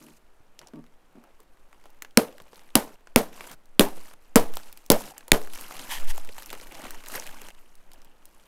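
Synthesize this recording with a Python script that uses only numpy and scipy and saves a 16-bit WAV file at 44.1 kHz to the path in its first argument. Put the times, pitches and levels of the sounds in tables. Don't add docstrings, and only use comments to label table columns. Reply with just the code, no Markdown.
import sys
import numpy as np
from scipy import signal
from scipy.fft import rfft, irfft
from scipy.io import wavfile
from scipy.ndimage import uniform_filter1d

SR = 44100
rng = np.random.default_rng(int(sys.argv[2]) if len(sys.argv) > 2 else 0)


def voltage_ratio(decibels):
    exponent = np.asarray(decibels, float) / 20
    return 10 ** exponent


def transcribe(signal):
    frames = np.atleast_2d(signal).T
    limited = np.clip(frames, -1, 1)
    pcm = np.round(limited * 32767).astype(np.int16)
    wavfile.write(sys.argv[1], SR, pcm)


N = 373527

# start_s, crack_ms, thump_db, air_push_fs (before the stops), tail_db
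CUTS = [
    (2.173, 1.48, 13, 1.22, -19),
    (2.7543, 0.87, -5.5, 0.28, -15),
    (3.1601, 0.98, 11, 1.55, -16),
    (3.7950, 0.66, 3.5, 0.17, -12),
    (4.358, 0.37, 10.5, 0.44, -10.5),
    (4.9018, 0.68, 9.5, 1.18, -11),
    (5.3180, 1.45, 10, 2.5, -16.5),
]
TAIL_ENDS_S = [2.443, 2.96, 3.548, 4.145, 4.85, 5.125, 5.77]
# thump_pitch_factor, thump_t60_s, crack_1500hz_db, crack_3500hz_db, crack_11000hz_db
STRAP_CRACKS = [(.95, 0.026, -4, -2.5, -3.5), (1.1, .025, -5, -2, -1), (1.03, 0.026, -5, -11.5, -8),
                (1.02, .025, -4, -0.5, -8.5), (1.01, .024, 0, -4.5, 0), (1.2, .022, -13, 0.5, -3.5),
                (0.74, .03, 5, 4.5, -2.5)]
# low_hollow_db, mid_hollow_db, high_hollow_db, spray_db, slowness_factor
PLACES = [(-2, -2, -6, .1, 1.11), (-4.9, -3.5, -3, 0.013, 0.99), (0, -2, 0.5, .1, 1.05),
          (3.8, -4, 1.1, 1.5, 0.98), (-2.5, -1, -2, -0.3, 0.92), (1, -2, -13, -.1, 0.91),
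          (-7, -4, -0.1, -0.18, 1.02)]
# mode_hz, width_hz, level_db
BALE_MODES = [(217, 14, 8), (278, 61, 5), (327, 96, -3), (425, 78, -1.5), (435, 41, 8.5), (580, 80, 0),
              (695, 37, -6), (1000, 24, -6.5), (1400, 400, -34.5)]
HOLLOW_EDGES_HZ = [350, 620]
# freq_hz, density_db
SPRAY_SPECTRUM = [(530, -27), (900, -0.5), (968, -0.5), (1050, -10), (1920, -24.5), (6210, -18.5),
                  (6930, -20), (12800, -14), (16100, -26), (16700, -61.5)]
CRACK_DB, CRACK_PER_THUMP, CRACK_DB_PER_OCTAVE = 13.5, 0.13, -8
THUMP_HZ, SLACK_HZ_PER_CUT = 241, 2.5
SPRAY_DB, SPRAY_PER_TAIL = -18.5, 0.63

# middle_s, length_s, pitch_hz, level_db
TWANGS = [(.63, .05, 880, -66), (1.286, 0.059, 552, -64), (1.284, .04, 955, -66), (1.406, 0.033, 430, -55),
          (1.398, .02, 1150, -56), (2.249, 0.033, 450, -42), (2.295, 0.041, 515, -44),
          (2.33, 0.0207, 450, -48), (2.354, 0.0197, 600, -46), (2.758, 0.014, 890, -24),
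          (3.18, .02, 436, -22), (3.216, 0.036, 595, -32), (3.234, .03, 775, -36), (3.811, .025, 462, -21),
          (3.842, .03, 752, -27.5), (3.87, .025, 852, -29.5), (4.378, 0.017, 544, -25),
          (4.39, .03, 812, -23.5), (4.415, 0.015, 520, -36), (4.461, .03, 756, -38),
          (4.92, 0.0201, 567, -21.5), (4.949, 0.032, 612, -27), (4.964, 0.023, 580, -25),
          (5.327, .015, 540, -27), (5.354, 0.023, 683, -32), (5.38, 0.035, 598, -38),
          (5.122, 0.017, 810, -43), (5.292, 0.014, 797, -47.5), (7.183, 0.037, 517, -38),
          (6.806, .03, 710, -55)]
# peak_s, swell_s, sink_s, hiss_db, rasp_db
WHISKS = [
    (5.92, 0.025, 0.068, -35, -31.5),
    (6.108, 0.035, 0.012, -37.5, -39),
]
# freq_hz, density_db
RASP_SPECTRUM = [(500, -24), (900, 5), (1300, -10), (1800, 4), (2400, -3), (3200, 2.5), (4200, -14),
                 (6000, -40)]
WHISK_EDGE_DB = -12

# start_s, length_s, slips_per_s, level_db
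GROANS = [
    (.005, 0.11, 120, -57.5),
    (.735, 0.067, 130, -46.5),
    (1.153, 0.029, 89, -54.5),
]
# mode_hz, width_hz, level_db
STRAP_MODES = [(160, 8, 2.5), (236.6, 13, 12), (264, 61, 1.5), (310, 27, -0.5), (513, 73, -24),
               (596, 73, -9.5), (907, 27, -1), (1150, 50, 2)]

# start_s, peak_db, pitch_hz, bright_rel_db
CLICKS = [(0.591, -22, 4900, -30), (0.672, -27, 5700, -28), (0.841, -38, 1020, -21),
          (1.729, -35, 1050, -22), (1.903, -54, 996, 8), (2.022, -20, 1681, -2),
          (2.109, -43.5, 2457, -12.5), (2.048, -25, 1700, -31), (2.382, -29.5, 1340, -15),
          (2.545, -39.5, 6200, -19), (2.558, -35, 3940, -8.5), (2.579, -38.5, 1096, -17),
          (2.594, -32.5, 2700, -27), (2.69, -41.5, 1735, -25), (2.704, -39.5, 3026, -15),
          (3.072, -30.5, 1041, -21.5), (3.408, -17, 850, -39), (3.473, -32, 830, -5),
          (3.515, -28, 1050, -5), (3.657, -52.5, 5860, 4), (4.112, -31.5, 1200, -21), (4.137, -35, 825, -9),
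          (4.538, -28.5, 2300, -3.5), (4.556, -41.5, 790, 12), (4.57, -16, 875, -4.5),
          (4.727, -33.5, 2640, 4), (4.774, -34, 2540, 1), (4.863, -50.5, 3506, 14.5),
          (5.18, -31.5, 1704, 5.5), (5.208, -32, 1750, -20)]
# start_s, peak_db, pitch_hz, bright_rel_db
KNOCKS = [(0.615, -34, 888, -22), (0.684, -40, 5000, -14), (0.736, -41, 1600, -20), (0.758, -45, 2600, -17),
          (1.156, -45, 1500, -18), (1.239, -39.5, 1230, -10), (1.403, -45.5, 860, 3),
          (1.84, -39, 1030, -13), (1.856, -34, 1040, -12), (1.98, -53.5, 1340, -19),
          (2.401, -30.5, 1000, -31), (2.283, -37, 3000, -10), (2.315, -43, 2390, -13),
          (2.326, -40, 3200, -8), (2.42, -43, 3500, -3), (5.323, -19, 990, -41), (5.333, -18, 2600, -14),
          (5.428, -34, 6000, -6), (5.436, -32, 6000, -10), (5.302, -48, 1500, -14), (5.078, -33, 1510, -12),
          (5.138, -40, 800, -23), (2.531, -33.5, 846, -27.5), (2.645, -53, 3500, -9),
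          (2.666, -50.5, 2500, -7), (2.986, -53, 912, -27.5), (3.008, -49, 1400, -11),
          (3.328, -45, 823, -20), (3.809, -2.5, 963, -5.5), (3.886, -26.5, 827, -9), (4.918, -8, 910, 5.5),
          (5.281, -33.5, 875, 5.5), (6.147, -32, 802, -4), (6.29, -25.5, 3050, -29),
          (6.529, -23, 822, -3.5), (6.722, -30, 1220, -10), (6.853, -23.5, 1110, -20),
          (7.119, -38, 1020, 10), (7.152, -21, 1354, -10), (7.417, -29, 2190, -4)]
# start_s, peak_db, pitch_hz, bright_rel_db
POPS = [(5.535, -28, 1945, 0), (5.575, -28, 1130, -6), (5.611, -30, 802, 5.5), (5.71, -21, 920, -30),
        (5.724, -32, 5500, -24), (5.767, -25, 2360, -16), (6.029, -30, 950, -13), (6.179, -23, 726, -4),
        (6.382, -22.5, 795, -8), (6.423, -29, 1810, -1), (6.46, -27, 6000, -2), (6.503, -22, 2660, -5),
        (6.577, -40, 845, -19), (6.907, -29, 1360, 5), (7.061, -28.5, 3050, -4), (7.085, -35, 1260, 8.5),
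        (7.198, -17, 5900, -20), (7.267, -30.5, 1650, 3), (7.343, -46, 6000, -14),
        (7.486, -23.5, 1116, -16), (7.504, -32.5, 2499, -20), (7.754, -43.5, 5500, 0),
        (7.917, -36.5, 3140, -6), (7.934, -46, 2930, 9.5), (7.943, -49, 4000, -3),
        (8.018, -37.5, 3430, -12), (8.047, -43.5, 4000, -0.5), (8.255, -44, 6000, 8.5),
        (8.437, -46, 5460, -11)]
# start_s, peak_db, pitch_hz, bright_rel_db
CRINKLES = [(0.865, -45, 1930, -14), (1.572, -46, 1510, -14), (5.0392, -31, 1940, -14.5),
            (5.416, -28, 1680, -7), (5.4486, -32.5, 1630, -6), (5.4738, -26.5, 1560, -12),
            (5.5867, -26, 2380, -14), (5.638, -32, 2010, -12), (5.7219, -28, 2320, -11),
            (5.7393, -32, 6410, -14), (5.754, -26.5, 2270, -14), (5.7826, -34, 1440, -19),
            (5.794, -34, 2690, -12), (5.8863, -39, 1820, -12), (5.908, -23.5, 1800, -16),
            (6.0006, -28, 2430, -14), (6.0531, -29, 1700, -19), (6.0819, -28, 2950, -14),
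            (6.2104, -40, 1640, -14), (6.2362, -39, 1520, -14), (6.2484, -34, 1350, -2),
            (6.2747, -32, 1420, -9), (6.365, -36, 1390, -22), (6.3935, -37, 1860, -14),
            (6.4314, -30, 4440, -11), (6.4944, -30, 2640, -17), (6.5112, -31, 2740, -16),
            (6.5296, -28, 2730, -16), (6.551, -26, 2350, -14), (6.5992, -29, 1620, -20),
            (6.6124, -28, 5320, -16), (6.63, -35, 2020, -14), (6.6708, -31.5, 1720, -4),
            (6.7451, -37, 2020, -12), (6.7514, -29, 2690, -18), (6.7984, -37, 1300, -14),
            (6.8189, -29, 1350, -7), (6.9294, -43, 1340, -14), (6.9455, -26.5, 1950, -17),
            (7.0063, -35, 1440, -11), (7.0384, -28.5, 2640, -12), (7.0688, -28, 1400, -11),
            (7.1785, -23, 1370, -18), (7.223, -24, 2270, -14), (7.2323, -29, 2660, -14),
            (7.2736, -24, 2500, -11), (7.2917, -29, 1780, -12), (7.3277, -34, 2710, -14),
            (7.3671, -37, 2380, -14), (7.396, -36, 2360, -14)]
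CLICK_DULL_DB, KNOCK_DULL_DB, POP_DULL_DB, CRINKLE_DULL_DB = -24.5, -8, -32, -18

# peak_s, swell_s, sink_s, level_db, crispness_db
SHIFTS = [(.03, 0.11, 0.15, -59.5, 5), (.62, 0.027, 0.075, -59.5, -8), (1.26, 0.15, 0.059, -65, -9),
          (1.405, 0.064, 0.034, -67, 1), (1.86, 0.28, 0.13, -66.5, -1.7), (2.58, 0.16, 0.17, -59, -0.5),
          (3.1, 0.043, 0.027, -68, -2.5), (3.539, 0.21, .008, -46.5, 0), (4.008, 0.06, 0.13, -52, 2.5),
          (4.24, .09, 0.16, -65.5, -0.6), (4.55, 0.026, 0.19, -52, 2), (4.77, 0.017, 0.12, -59, 2),
          (5.01, 0.083, .11, -47.5, 6), (5.18, 0.11, 0.13, -58, -1.5)]
# peak_s, swell_s, sink_s, level_db, crispness_db
PULLS = [(5.55, 0.034, 0.14, -46, 2.5), (5.8, 0.15, 0.13, -44, 1.5), (6.02, 0.15, 0.06, -46, 0.5),
         (6.17, 0.059, 0.051, -49, 2.5), (6.39, 0.017, 0.027, -48.5, 4), (6.53, 0.026, 0.036, -45.5, -1.5),
         (6.63, 0.043, 0.11, -53.5, 2), (6.85, 0.12, 0.12, -44, -2.5), (7.16, 0.056, 0.052, -38, 2),
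         (7.27, .02, 0.071, -52, -4), (7.47, 0.29, .035, -51, 0.3), (7.54, .03, 0.29, -62, 1.5),
         (7.95, 0.13, 0.22, -62, -4), (8.4, 0.18, .2, -62, 0.3)]
# freq_hz, density_db
CRACKLE_SPECTRUM = [(2350, -30), (4000, -2), (6040, -1.5), (13200, -3), (15700, -13), (16300, -22.5),
                    (16700, -50.5)]
# freq_hz, density_db
CREASE_SPECTRUM = [(530, -29), (900, 0.5), (1470, -0.5), (1780, -3), (2960, -2.5), (4000, -15), (5200, -35),
                   (8800, -120)]
# freq_hz, density_db
RUB_SPECTRUM = [(76, -42), (130, -2), (290, 4), (441, -3), (511, -1), (900, -3), (1170, -29), (1980, -120)]
REST_DB, HELD_DB, MOVE_DB = (-77, -74, -72), (-56.5, -57, -58.5), (-1, 0.5, -2)
SETTLE_DB, SETTLE_DB_PER_S = (-38.5, -38, -26.5), (47.5, 48, 89.5)
HELD_S = (5.35, 7.512)
EDGE_DB, LET_GO_S, PULL_LET_GO_S = -7.5, 0.011, 0.21

# start_s, level_db, pitch_hz
BUMPS = [
    (.405, -48, 90),
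    (2.415, -45, 100),
    (3.54, -43, 201),
    (4.14, -49, 150),
    (4.56, -53, 120),
    (5.98, -42, 111),
    (6.285, -41, 250),
]
# start_s, pressure_fs, rise_s
GUSTS = [(2.755, 0.02, 0.009), (3.162, 0.038, 0.014), (3.8, -0.097, 0.026), (3.88, 0.034, 0.08),
         (4.362, -0.17, 0.026), (4.431, 0.088, 0.065), (4.902, 0.11, 0.031), (5.321, 0.19, 0.014),
         (5.37, -0.064, 0.071), (5.962, 0.084, 0.087), (6.069, -0.073, 0.035), (6.169, 0.053, 0.057)]
# time_s, level_db
DRAUGHT_LEVEL = [(0.0, -53), (1.41, -51.5), (1.51, -48.5), (2.19, -53), (3.28, -43.5), (4.15, -48.5),
                 (4.39, -43.5), (5.23, -47.5), (5.42, -42.5), (5.87, -42.5), (6.11, -17.5), (6.23, -39.5),
                 (6.72, -35.5), (6.86, -35), (8.47, -52.5)]
# freq_hz, density_db
ROOM_SPECTRUM = [(24, -23.5), (40, 0), (87, -24), (169, -16), (452, -16), (787, -18.5), (1410, -21.5),
                 (4610, -35.5), (12300, -39.5), (15100, -40.5), (16700, -57)]
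ROOM_DB = -64.5


def cut(order, crack_ms, thump_db, push, tail_db, lasts_s):
    t = np.arange(SR // 2) / SR
    thump_factor, thump_t60_s, *crack_dbs = STRAP_CRACKS[order]
    crack_db = CRACK_DB + CRACK_PER_THUMP * thump_db + CRACK_DB_PER_OCTAVE * np.log2(crack_ms)
    thump_hz = (THUMP_HZ - SLACK_HZ_PER_CUT * order) * thump_factor
    drive = crack(t, crack_db, crack_ms, crack_dbs)
    drive -= voltage_ratio(thump_db - 60 * t / thump_t60_s) * np.sin(2 * np.pi * thump_hz * t)
    drive += push * (1 - np.exp(-t / .002)) * np.exp(-(t / .009) ** 2)
    stopped = np.clip(drive, -.6, .6)
    free = uniform_filter1d((abs(stopped) < .6) * 1., size=8)
    gate = free * (t < lasts_s) * (1 - np.exp(-t / 0.0057))
    return membrane(stopped) + gate * aftermath(t, tail_db, PLACES[order])


def crack(t, level_db, crack_ms, crack_dbs):
    points = [(600, -16), (7000, -8), (15000, -16), *zip((1500, 3500, 11000), crack_dbs)]
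    noise = colour(rng.standard_normal(len(t)), sorted(points))
    burst = 1 / (1 + (t * 1000 / crack_ms) ** 6)
    return noise * voltage_ratio(level_db) * (burst + voltage_ratio(-31.0 - 60 * t / 0.019))


def membrane(stopped):
    leak = np.exp(-2 * np.pi * 300 / SR)
    drained = signal.lfilter([1, -1], [1, -leak], stopped)
    vent = signal.butter(2, 110, "high", fs=SR, output="sos")
    return 1.6 * signal.sosfilt(vent, drained)


def aftermath(t, tail_db, place):
    *hollow_dbs, spray_offset_db, slowness = place
    modes = []
    for hz, width, db in BALE_MODES:
        band_db = hollow_dbs[np.searchsorted(HOLLOW_EDGES_HZ, hz)]
        modes.append((hz * rng.uniform(.94, 1.06), width, db + band_db + 1.1 * rng.standard_normal()))
    slow_t = t / slowness
    low = evened(ring(rng.standard_normal(len(t)), modes)) * voltage_ratio(tail_db)
    low *= voltage_ratio(-60 * slow_t / 0.13) + voltage_ratio(-14.0 - 60 * slow_t / 0.37)

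    burst = .8 * rng.standard_normal(len(t)) + .4 * grains(len(t), per_s=3000, spread_db=3)
    spray_db = SPRAY_DB + SPRAY_PER_TAIL * tail_db + spray_offset_db
    high = colour(burst, SPRAY_SPECTRUM) * voltage_ratio(spray_db)
    high *= voltage_ratio(-60 * t / 0.2) + voltage_ratio(-11 - 60 * t / 0.24)
    return low * voltage_ratio(2.0 * lumps(burst)) + high * voltage_ratio(1.5 * lumps(burst[::-1]))


def lumps(x):
    return evened(uniform_filter1d(uniform_filter1d(x, size=250), size=250))


def twang(middle_s, length_s, hz, db):
    u = np.linspace(-1, 1, num=round(length_s * SR))
    wander = evened(uniform_filter1d(rng.standard_normal(SR // 10), size=120))[:len(u)]
    pitch = hz * (1 - .04 * u + .12 * wander)
    hum = np.sin(2 * np.pi * np.cumsum(pitch) / SR)
    return middle_s - length_s / 2, voltage_ratio(db) * np.cos(np.pi * u / 2) ** 2 * hum


def whisk(peak_s, swell_s, sink_s, hiss_db, rasp_db):
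    t = np.arange(peak_s - .1, peak_s + .12, 1 / SR)
    hiss = colour(rng.standard_normal(len(t)), CRACKLE_SPECTRUM) * voltage_ratio(hiss_db)
    rasp = colour(grains(len(t), per_s=4000, spread_db=2.0), RASP_SPECTRUM) * voltage_ratio(rasp_db)
    return t[0], (hiss + rasp) * voltage_ratio(stroke(t, peak_s, swell_s, sink_s, LET_GO_S, WHISK_EDGE_DB))


def groan(length_s, slips_per_s, db):
    slips = np.zeros(round(.25 * SR))
    step, size = rng.random((2, 40))
    at_s = np.cumsum(.6 + 0.39 * step) / slips_per_s
    at_s = at_s[at_s - at_s[0] < length_s] - at_s[0]
    slips[(at_s * SR).astype(int)] = .5 + .5 * size[:len(at_s)]
    fade = np.exp(-(np.arange(len(slips)) / (1.1 * length_s * SR)) ** 2)
    drive = slips + 0.019 * rng.standard_normal(len(slips)) * fade
    soft = np.convolve(drive, np.hanning(60))[:len(slips)]
    sound = ring(soft, STRAP_MODES) + ring(drive, [(1700, 1200, -8)])
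    sound = signal.sosfilt(signal.butter(3, 150, "high", fs=SR, output="sos"), sound)
    return voltage_ratio(db + 12) * sound / abs(sound).max()


def tick(peak_db, hz, dull_db, bright_db):
    t = np.arange(2000) / SR
    noise = rng.standard_normal((3, len(t)))
    fade = voltage_ratio(-60 * t / 0.0056) + voltage_ratio(-17 - 60 * t / .04)
    pop = ring(noise[0], [(hz, 0.37 * hz, 0)]) * fade
    pop = 1.19 * pop / abs(pop).max()
    spit = evened(ring(noise[1], [(9500, 35000, 0)])) * voltage_ratio(bright_db + 3.0) * fade
    knock = evened(ring(noise[2], [(454, 230, 0)])) * voltage_ratio(dull_db - 0.5 - 60 * t / 0.069)
    return voltage_ratio(peak_db - 7.0) * (pop + spit + knock)


def loose():
    out = np.zeros(N)
    for s, peak_db, hz, bright_db in CRINKLES:
        add(out, s, tick(peak_db, hz, CRINKLE_DULL_DB, bright_db))
    for row in TWANGS:
        add(out, *twang(*row))
    return out


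def wrap():
    t = np.arange(N) / SR
    steps = np.arange(0, N, 64) / SR
    clumps = uniform_filter1d(uniform_filter1d(rng.standard_normal((4, N)), 220), 220)
    clumps = [evened(1.2 * clumps[0] + own) for own in clumps[1:]]

    creases = np.zeros(N)
    for hz in np.geomspace(500, 14000, num=26):
        popping = grains(N, per_s=70, spread_db=2.5, largest=3)
        narrow = ring(popping, [(hz, 0.15 * hz, 0)])
        creases += evened(ring(narrow, [(hz, 0.34 * hz, 0)])) * np.sqrt(hz)
    creases = evened(creases)

    fine = .7 * grains(N, per_s=8000, spread_db=2.2) + .45 * creases
    stiff = .7 * grains(N, per_s=5000, spread_db=2.2) + .6 * creases
    dull = .7 * rng.standard_normal(N) + .6 * creases
    parts = (colour(fine * voltage_ratio(2.2 * clumps[0]), CRACKLE_SPECTRUM),
             colour(stiff * voltage_ratio(2.5 * clumps[1]), CREASE_SPECTRUM),
             colour(dull * voltage_ratio(2.2 * clumps[2]), RUB_SPECTRUM))
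    return sum(part * voltage_ratio(-3.5) * np.interp(t, steps, level) for part, level in zip(parts, motion(steps)))


def motion(t):
    held = (t > HELD_S[0]) * (t < HELD_S[1])
    power = voltage_ratio(2 * np.array(REST_DB))[:, None] + np.outer(voltage_ratio(2 * np.array(HELD_DB)), held)
    for (s, *_, tail_db), tail_end_s in zip(CUTS, TAIL_ENDS_S):
        fade_db = np.outer(SETTLE_DB_PER_S, np.maximum(t - s, 0))
        level_db = np.array(SETTLE_DB)[:, None] + tail_db - fade_db
        power = power + voltage_ratio(2 * level_db) * (t > s) * (t < tail_end_s)
    moves = [(*row, LET_GO_S) for row in SHIFTS] + [(*row, PULL_LET_GO_S) for row in PULLS]
    for *timing, db, crisp_db, let_go_s in moves:
        gate = t < HELD_S[1] if HELD_S[0] < timing[0] < HELD_S[1] else 1
        parts_db = db + np.array(MOVE_DB) + crisp_db * np.array([1, 0, -1])
        level_db = parts_db[:, None] + stroke(t, *timing, let_go_s, EDGE_DB)
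        power = power + voltage_ratio(2 * level_db) * gate
    return np.sqrt(power)


def stroke(t, peak_s, swell_s, sink_s, let_go_s, edge_db):
    turns_s = peak_s + np.array([-swell_s - let_go_s, -swell_s, 0, sink_s, sink_s + let_go_s])
    level_db = np.interp(t, turns_s, [-40, edge_db, 0, edge_db, -40])
    return np.where(abs(t - peak_s) < 1, level_db, -99)


def bump(db, hz):
    u = np.arange(2000) / SR * 2 * np.pi * hz
    return voltage_ratio(db + 5) * u * (2 - u) * np.exp(-u)


def room(x):
    t = np.arange(SR // 4) / SR
    signs = rng.choice([-1., 1.], len(t))
    taps = signs * (rng.random(len(t)) < .05) * voltage_ratio(-60 * t / 0.45) * (t > .004)
    return signal.oaconvolve(x, taps / np.linalg.norm(taps))[:N]


def air():
    t = np.arange(N) / SR
    points = [(1, -5.5), (4, 10.5), (12, 4.0), (30, -23.0), (70, -43.5), (150, -80.5)]
    draught = colour(rng.standard_normal(N), points)
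    draught *= voltage_ratio(np.interp(t, *np.transpose(DRAUGHT_LEVEL)))
    pushes = sum(size * swell(np.maximum(t - s, 0) / rise_s) for s, size, rise_s in GUSTS)
    tone = voltage_ratio(ROOM_DB) * colour(rng.standard_normal(N), ROOM_SPECTRUM)
    return pushes + tone + draught


def swell(u):
    return (u * np.exp(1 - u)) ** 2


def evened(x):
    return x / np.sqrt(np.mean(x ** 2) + 1e-20)


def add(mix, s, sound):
    part = mix[round(s * SR):][:len(sound)]
    part += sound[:len(part)]


def colour(x, points):
    f, db = np.transpose(points)
    hz = np.fft.rfftfreq(len(x), 1 / SR)
    gain = voltage_ratio(np.interp(np.log(hz + 1), np.log(f + 1), db))
    return evened(irfft(rfft(x) * gain, len(x)))


def ring(x, modes):
    out = np.zeros(len(x))
    for hz, width, db in modes:
        r = np.exp(-np.pi * width / SR)
        poles = [1, -2 * r * np.cos(2 * np.pi * hz / SR), r * r]
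        out += voltage_ratio(db) * signal.lfilter([1 - r, 0, r - 1], poles, x)
    return out


def grains(n, per_s, spread_db, largest=5):
    size = voltage_ratio(spread_db * np.minimum(rng.exponential(1, n), largest))
    return evened(size * rng.standard_normal(n) * (rng.random(n) < per_s / SR))


def scene():
    small, snaps = np.zeros(N), np.zeros(N)
    for table, dull_db in ((CLICKS, CLICK_DULL_DB), (KNOCKS, KNOCK_DULL_DB), (POPS, POP_DULL_DB)):
        for s, peak_db, hz, bright_db in table:
            add(small, s, tick(peak_db, hz, dull_db, bright_db))
    for table, source in ((GROANS, groan), (BUMPS, bump)):
        for s, *row in table:
            add(small, s, source(*row))
    for order, ((s, *row), tail_end_s) in enumerate(zip(CUTS, TAIL_ENDS_S)):
        add(snaps, s, cut(order, *row, tail_end_s - s))
    for row in WHISKS:
        add(snaps, *whisk(*row))
    return (small + voltage_ratio(-23.0) * room(small) + snaps + wrap() + air() + loose())[None]


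def band_limit(x):
    return signal.sosfilt(signal.butter(12, 16850, fs=SR, output="sos"), x)


def record(dry):
    edge = signal.cheby2(10, 50, 16700, fs=SR, output="sos")
    mix = signal.sosfilt(edge, np.clip(dry, -.93, .93))
    return band_limit(mix)


dry = scene()
out = record(dry)
transcribe(out)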